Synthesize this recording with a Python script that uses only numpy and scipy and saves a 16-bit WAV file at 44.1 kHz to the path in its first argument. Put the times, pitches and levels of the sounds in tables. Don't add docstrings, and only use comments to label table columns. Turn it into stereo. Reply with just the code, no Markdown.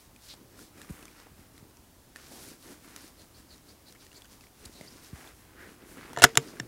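import sys
import numpy as np
from scipy import signal
from scipy.io import wavfile
from scipy.ndimage import uniform_filter1d

SR = 44100
rng = np.random.default_rng(int(sys.argv[2]) if len(sys.argv) > 2 else 0)


def pcm_store(signal):
    levels = np.round(np.clip(np.atleast_2d(signal), -1, 1) * 32767)
    wavfile.write(sys.argv[1], SR, levels.astype(np.int16).T)


def invert_db(x):
    u = np.asarray(x, float) / 20
    return 10 ** u


N = 294147


def evened(x):
    return x / np.sqrt(np.mean(x ** 2) + 1e-20)


def peaked(x):
    return x / (abs(x).max() + 1e-20)


def add(mix, start_s, sound):
    part = mix[round(start_s * SR):][:len(sound)]
    part += sound[:len(part)]


def resonate(x, hz, width_hz):
    turn = np.exp(2j * np.pi * np.cumsum(hz * np.ones(len(x))) / SR)
    pole = np.exp(-np.pi * width_hz / SR)
    return 2 * (turn * signal.lfilter([1 - pole], [1, -pole], x / turn)).real


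def resonate_twice(x, hz, width_hz):
    return resonate(resonate(x, hz, width_hz), hz, width_hz)


def ring(modes, t):
    return sum(invert_db(db - 60 * t / t60) * np.sin(2 * np.pi * hz * t) for hz, db, t60 in modes)


def air():
    # frequency in Hz, level in dB per Hz
    spectrum = [(15, -49), (25, 0), (64, 5.5), (185, -5.5), (293, -1.5), (405, -11), (936, -12.5),
                (2690, -25), (5000, -26.5), (14000, -38.5), (16000, -38.5)]
    hz = np.fft.rfftfreq(1024, 1 / SR)
    real, imaginary, patches = rng.standard_normal((N // 256 + 5, 513, 3)).T
    smooth = uniform_filter1d(uniform_filter1d(patches, 10, 0), 12, 1)
    patches_db = 1.2 * evened(smooth)
    point_hz, point_db = np.transpose(spectrum)
    shape_db = np.interp(np.log(hz + 1), np.log(point_hz + 1), point_db)[:, None]
    cells = (real + 1j * imaginary) * invert_db(shape_db + patches_db)
    return invert_db(-59) * evened(signal.istft(cells, nperseg=1024, noverlap=768)[1][:N])


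def effort(start, hold, db):
    rise_db_per_s, fall_db_per_s = 286.5, 212
    t = np.arange(0, N, 64)[:, None] / SR
    before_db = rise_db_per_s * np.maximum(start - t, 0)
    after_db = fall_db_per_s * np.maximum(t - start - hold, 0)
    gain = np.linalg.norm(invert_db(db - before_db - after_db), axis=1)
    return np.repeat(gain, 64)[:N]


def movements():
    # start in seconds, hold in seconds, sleeve level in dB, body on soil in dB re sleeve
    shifts = [(0, 0.0224, -70, -6), (0.289, 0.044, -63.5, -3), (0.391, 0.043, -76, 18.5),
              (0.546, .08, -65, 9), (0.782, 0.056, -58, 3.5), (0.895, 0.111, -58, 1.5),
              (1.03, .08, -63, 3.5), (1.163, 0.0995, -59.5, -3), (1.381, 0.067, -65.5, 0.5),
              (1.555, 0.0254, -67, 5), (1.63, 0.084, -81, 19.5), (2.179, 0.105, -60, -4),
              (2.323, 0.2026, -61, 6.5), (2.656, 0.073, -59, 6), (2.837, 0.2315, -59.5, 0.5),
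              (4.632, 0.0276, -59, 6), (4.756, 0.191, -65, 7), (4.975, 0.137, -62.5, 1),
              (5.155, 0.141, -56.5, -3), (5.397, 0.15, -64.5, -2), (5.597, 0.1084, -56.5, 3),
              (5.82, 0.0126, -57, 1), (5.9, 0.081, -59, 5), (5.99, 0.0676, -52, -1.5),
              (6.103, 0.113, -55.5, 5), (6.29, 0.064, -58.5, 5.5), (6.399, 0.0588, -56, 10),
              (6.482, 0.112, -58, 5.5), (6.62, .05, -63.5, 11)]
    # start in seconds, hold in seconds, straw level in dB, fine fibres in dB re straw
    strokes = [(0, 0.0206, -64, 1.5), (.24, 0.077, -57.5, -1.5), (0.505, 0.0091, -69, -4),
               (0.6, 0.0317, -57.5, -0.5), (0.787, 0.054, -62, 1), (0.899, 0.115, -71, 12),
               (1.033, 0.096, -67.5, 1.5), (1.175, .03, -62, -4), (1.379, .03, -71, 4),
               (1.564, 0.027, -67.5, 1), (2.189, 0.09, -59.5, -2), (2.326, 0.1796, -55.5, 2),
               (2.631, 0.0997, -59, 1.5), (2.839, .08, -64, 3), (2.965, 0.107, -58, -1),
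               (4.602, .07, -61.5, -0.5), (4.729, 0.091, -60, -1.5), (4.849, 0.13, -60.5, -2),
               (5.036, 0.043, -59, 0), (5.155, 0.128, -62, 2.5), (5.345, 0.094, -73.5, 7),
               (5.604, 0.121, -66.5, 2), (5.889, 0.063, -65, 7), (6.0, 0.25, -65, 2),
               (6.29, 0.025, -57, -9), (6.402, 0.105, -58, -3.5), (6.549, .04, -66.5, 2.5),
               (6.62, 0.054, -69.5, 2.5)]
    # start in seconds, level in dB
    squeezes = [(3.2, -62), (3.371, -63), (3.515, -62.5), (3.686, -63), (3.885, -63), (4.025, -62),
                (4.155, -60.5), (4.315, -61.5), (4.42, -66)]
    # body, sleeve, straw, fibres in dB
    squeeze_mix_db = (1, -2.97, 0.43, -0.77)
    # body, sleeve, straw, fibres in dB
    rest_levels_db = (-74, -88.5, -76, -73.5)

    shift_s, shift_hold, sleeve_db, body_db = np.transpose(shifts)
    stroke_s, stroke_hold, straw_db, fibre_db = np.transpose(strokes)
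    own = [effort(shift_s, shift_hold, sleeve_db + body_db),
           effort(shift_s, shift_hold, sleeve_db),
           effort(stroke_s, stroke_hold, straw_db),
           effort(stroke_s, stroke_hold, straw_db + fibre_db)]
    squeeze_s, squeeze_db = np.transpose(squeezes)
    knead = effort(squeeze_s, 0.0224, squeeze_db)
    return [np.sqrt(gain ** 2 + (invert_db(mix_db) * knead) ** 2 + invert_db(rest_db) ** 2)
            for gain, mix_db, rest_db in zip(own, squeeze_mix_db, rest_levels_db)]


def rustle():
    # centre in Hz, width in Hz, grains per second, spread of grain size in dB
    materials = [
        (264.4, 303, 700, 4.5),
        (1450, 1927, 1500, 3),
        (4800, 4410, 4150, 3.5),
        (9320, 8080, 5800, 3.5),
    ]
    out = np.zeros(N)
    for (hz, width, rate, spread_db), level in zip(materials, movements()):
        clumps = evened(uniform_filter1d(rng.standard_normal(N), size=700))
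        size_db = spread_db * np.minimum(rng.exponential(1, N), 4) + 1.12 * clumps
        slips = invert_db(size_db) * (rng.random(N) < rate / SR)
        drive = evened(slips * rng.standard_normal(N)) + 0.902 * rng.standard_normal(N)
        out += level * evened(resonate_twice(drive, hz, width))
    return out


def ticks():
    # start in seconds, peak in dB, ring in Hz, snap in dB re ring
    small_ticks = [(0.162, -43, 2483, 4), (0.339, -40.5, 826, 4.5), (0.591, -40, 1407, -4.5),
                   (0.816, -32, 1770, 11), (0.847, -42, 1200, 0), (0.992, -43, 1270, -1),
                   (1.027, -41, 2604, 3), (1.054, -35, 1260, 13.5), (1.081, -42, 2366, -4.5),
                   (1.2, -40.5, 988, 4.5), (1.269, -41.5, 825, -11.5), (1.579, -42.5, 1970, 10.5),
                   (1.77, -44, 5620, 9), (2.16, -32, 1800, 2), (2.168, -39, 1830, 4.5),
                   (2.32, -40.5, 727, -3.5), (2.962, -29, 1796, 18),
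                   (3.58, -45, 5800, 3), (3.924, -40, 5595, 7), (3.95, -44, 1390, 6.5),
                (4.066, -39, 1907, 12.5), (4.117, -44.5, 2814, 0.5), (4.129, -44.5, 1810, 8),
                (4.22, -38, 3445, 1), (4.245, -43.5, 1520, 9), (4.255, -42.5, 2660, 16),
                (4.329, -46, 956, 9.5), (4.409, -42, 2640, 5.5), (4.439, -44, 2050, 1.5),
                (4.469, -47.5, 2310, -2), (4.811, -35, 2066, 2), (4.811, -34, 600, -10.5),
                (5.275, -42.5, 3510, -3), (5.972, -40, 1430, -6.5), (6.108, -42, 1380, -6.5),
                (6.132, -32, 900, 0), (6.57, -43.5, 1550, -5)]
    t60 = 0.0137
    out, t = np.zeros(N), np.arange(2000) / SR
    snap_shape = invert_db(-60 * t / (0.594 * t60)) * (1 - np.exp(-t / 0.00057))
    dulling = signal.butter(2, 12000, fs=SR)
    for start_s, db, hz, snap_db in small_ticks:
        noise = rng.standard_normal(len(t))
        snap = peaked(resonate(noise * snap_shape, 5600, 5870))
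        snap = signal.lfilter(*dulling, snap)
        tone = ring([(hz, 0, t60), (hz * 1.397, -12, t60 * 0.89)], t)
        add(out, start_s, invert_db(db) * peaked(invert_db(snap_db) * snap + tone))
    return out


def swishes():
    # start in seconds, level in dB, length in seconds, start pitch in Hz, end pitch in Hz
    thin = [(3.158, -63.5, 0.093, 4430, 4280), (3.338, -59.5, 0.0424, 4290, 4800),
            (3.487, -56.5, 0.069, 4800, 3760), (3.676, -59, 0.0465, 4200, 5000),
            (3.858, -55.5, 0.0506, 4360, 4080), (4.144, -56, 0.0478, 4340, 4600),
            (4.161, -58.5, 0.025, 6800, 7600), (4.241, -62.5, 0.026, 1550, 1650),
            (4.243, -62, 0.0258, 3020, 2800), (4.735, -58, 0.075, 4080, 3920),
            (4.817, -62.5, 0.073, 2100, 1950), (4.862, -52.5, 0.032, 3890, 5320),
            (4.887, -63, 0.067, 5340, 5400)]
    # start in
    # seconds, level in dB, length in seconds, start pitch in Hz, end pitch in Hz
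    broad = [(0.273, -48, 0.0782, 4160, 3880), (3.951, -58, 0.0177, 1600, 2620),
             (3.996, -59.5, 0.033, 4200, 4800), (4.65, -47, 0.0139, 4080, 4500),
             (4.651, -46, 0.0121, 8500, 8500), (5.55, -53.5, 0.15, 1450, 1796),
             (6.463, -56.5, 0.043, 5000, 5500), (2.28, -60.5, .2, 800, 700), (4.721, -63.5, .2, 620, 680),
             (5.12, -61, .2, 650, 750), (6.194, -45.5, 0.032, 1700, 1900), (6.195, -48, 0.023, 3620, 3300),
             (6.269, -50, 0.048, 2310, 1800)]
    out = np.zeros(N)
    for rows, share in [(thin, 0.173), (broad, 0.514)]:
        for start_s, db, length_s, from_hz, to_hz in rows:
            progress = np.linspace(0, 1, round(length_s * SR))
            noise, roughness = rng.standard_normal((2, len(progress)))
            scratch = noise * invert_db(3.3 * roughness)
            hz = from_hz + (to_hz - from_hz) * progress
            friction = evened(resonate_twice(scratch, hz, share * from_hz))
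            add(out, start_s, invert_db(db) * friction * np.sin(np.pi * progress))
    return out


def thuds():
    # start in seconds, peak in dB, pitch in Hz, 60 dB decay in seconds
    falls = [
        (0.8971, -37, 232, 0.085),
        (0.906, -29.5, 146, 0.05),
        (1.391, -47, 162, 0.097),
        (1.625, -43.5, 200, 0.041),
        (4.657, -45, 155, 0.103),
        (4.809, -38.5, 201, 0.029),
        (5.1305, -33, 172.7, 0.071),
        (6.598, -34.5, 322, 0.155),
    ]
    out, t = np.zeros(N), np.arange(6000) / SR
    for start_s, db, hz, t60 in falls:
        turns = np.cumsum(hz * (0.3723 + 1.467 * np.exp(-t / 0.00358))) / SR
        swell = 1 - np.exp(-t / 0.002)
        add(out, start_s, invert_db(db) * peaked(np.sin(2 * np.pi * turns) * invert_db(-60 * t / t60) * swell))
    return out


def bolt():
    # start in seconds, steel in dB, crack in dB, stock in dB, loudest ring in Hz
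    blows = [(6.163, -28, -52.5, -41.5, 1900), (6.173, -22, -35.5, -22, 900),
             (6.228, -15, -17, -26.5, 9380), (6.2389, 6, 8.5, -5, 1450), (6.242, 1.5, -1.5, -13.5, 1650),
             (6.247, -4.5, -7.5, -24, 1724), (6.354, -25, -25.5, -36, 3657), (6.3724, -9, -4, -14, 2903),
             (6.3731, -8.5, -7.5, -21.5, 1531), (6.3733, -13, -31.5, -25.5, 3955),
             (6.5982, -26, -32, -38, 5596), (6.5993, -21.5, -44, -59, 1880)]
    # start in seconds, steel in dB, crack in dB, stock in dB, loudest ring in Hz
    catches = [
        (6.186, -28, -31.5, -32.5, 1804),
        (6.196, -29.5, -31.5, -30, 1300),
        (6.2203, -13.5, -12.5, -13.5, 2770),
        (6.2306, -8.5, -9.5, -20.5, 1568),
        (6.288, -43, -42, -37.5, 1790),
    ]
    # frequency in Hz, level in dB
    steel_modes = [(1400, 3), (1730, 3), (2050, -1.5), (2850, -1.5), (3350, -2), (3750, -7.5), (4200, -9.5),
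                   (5550, -6), (6400, -7.5), (7300, 0.5)]
    # frequency in Hz, level in dB, 60 dB decay in seconds
    stock_modes = [(135.8, -7.5, 0.0994), (271.4, -20, 0.11), (384.7, -10, 0.0783), (450.2, -7, 0.17),
                   (600, -1, 0.03), (697.2, 6, 0.0319), (931.5, 7, 0.01816), (1167.3, -1.5, 0.0202)]
    out, t = np.zeros(N), np.arange(9000) / SR
    stock = peaked(ring(stock_modes, t) * (1 - np.exp(-t / 0.0012)))
    for rows, t60 in [(blows, 0.01115), (catches, 0.0223)]:
        grip = invert_db(-60 * (t / t60) ** 1.069) * (1 - np.exp(-t / 0.000876))
        for start_s, steel_db, crack_db, stock_db, ring_hz in rows:
            steel = np.zeros(len(t))
            for hz, db in steel_modes + [(ring_hz, 7.5)]:
                chance = rng.standard_normal()
                struck_hz = hz * (1 + 0.0279 * chance)
                steel += invert_db(db) * np.sin(2 * np.pi * struck_hz * t + 2.976 * chance)
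            steel *= grip + invert_db(-35.5 - 60 * t / 0.022)
            crack = resonate_twice(rng.standard_normal(len(t)), 5800, 8300) * grip
            blow = invert_db(steel_db) * peaked(steel) + invert_db(crack_db) * peaked(crack) + invert_db(stock_db) * stock
            add(out, start_s, blow)
    return signal.lfilter(*signal.butter(2, [70, 11500], "band", fs=SR), out)


def ground(x):
    t = np.arange(9000) / SR
    dull = signal.lfilter([1], [1, -.55], rng.standard_normal(len(t)))
    wash = dull * invert_db(-60 * t / 0.0815)
    return signal.fftconvolve(x, wash / np.linalg.norm(wash))[:N]


def scene():
    hits = bolt() + ticks()
    mono = air() + rustle() + swishes() + thuds() + hits + invert_db(-22) * ground(hits)
    return np.array([mono, mono])


def low_pass(x):
    return signal.sosfilt(signal.butter(12, 16360, fs=SR, output="sos"), x)


def record(dry):
    white = rng.standard_normal((2, N))
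    hiss = white + 0.0472 * signal.lfilter([1], [1, -.95], white)
    clipped = np.clip(dry + invert_db(-60) * hiss, -1, 1)
    coupled = signal.lfilter(*signal.butter(2, 32, "high", fs=SR), clipped)
    limited = signal.oaconvolve(coupled, signal.firwin(255, 15900, fs=SR)[None], "same")
    return low_pass(limited)


dry = scene()
out = record(dry)
pcm_store(out)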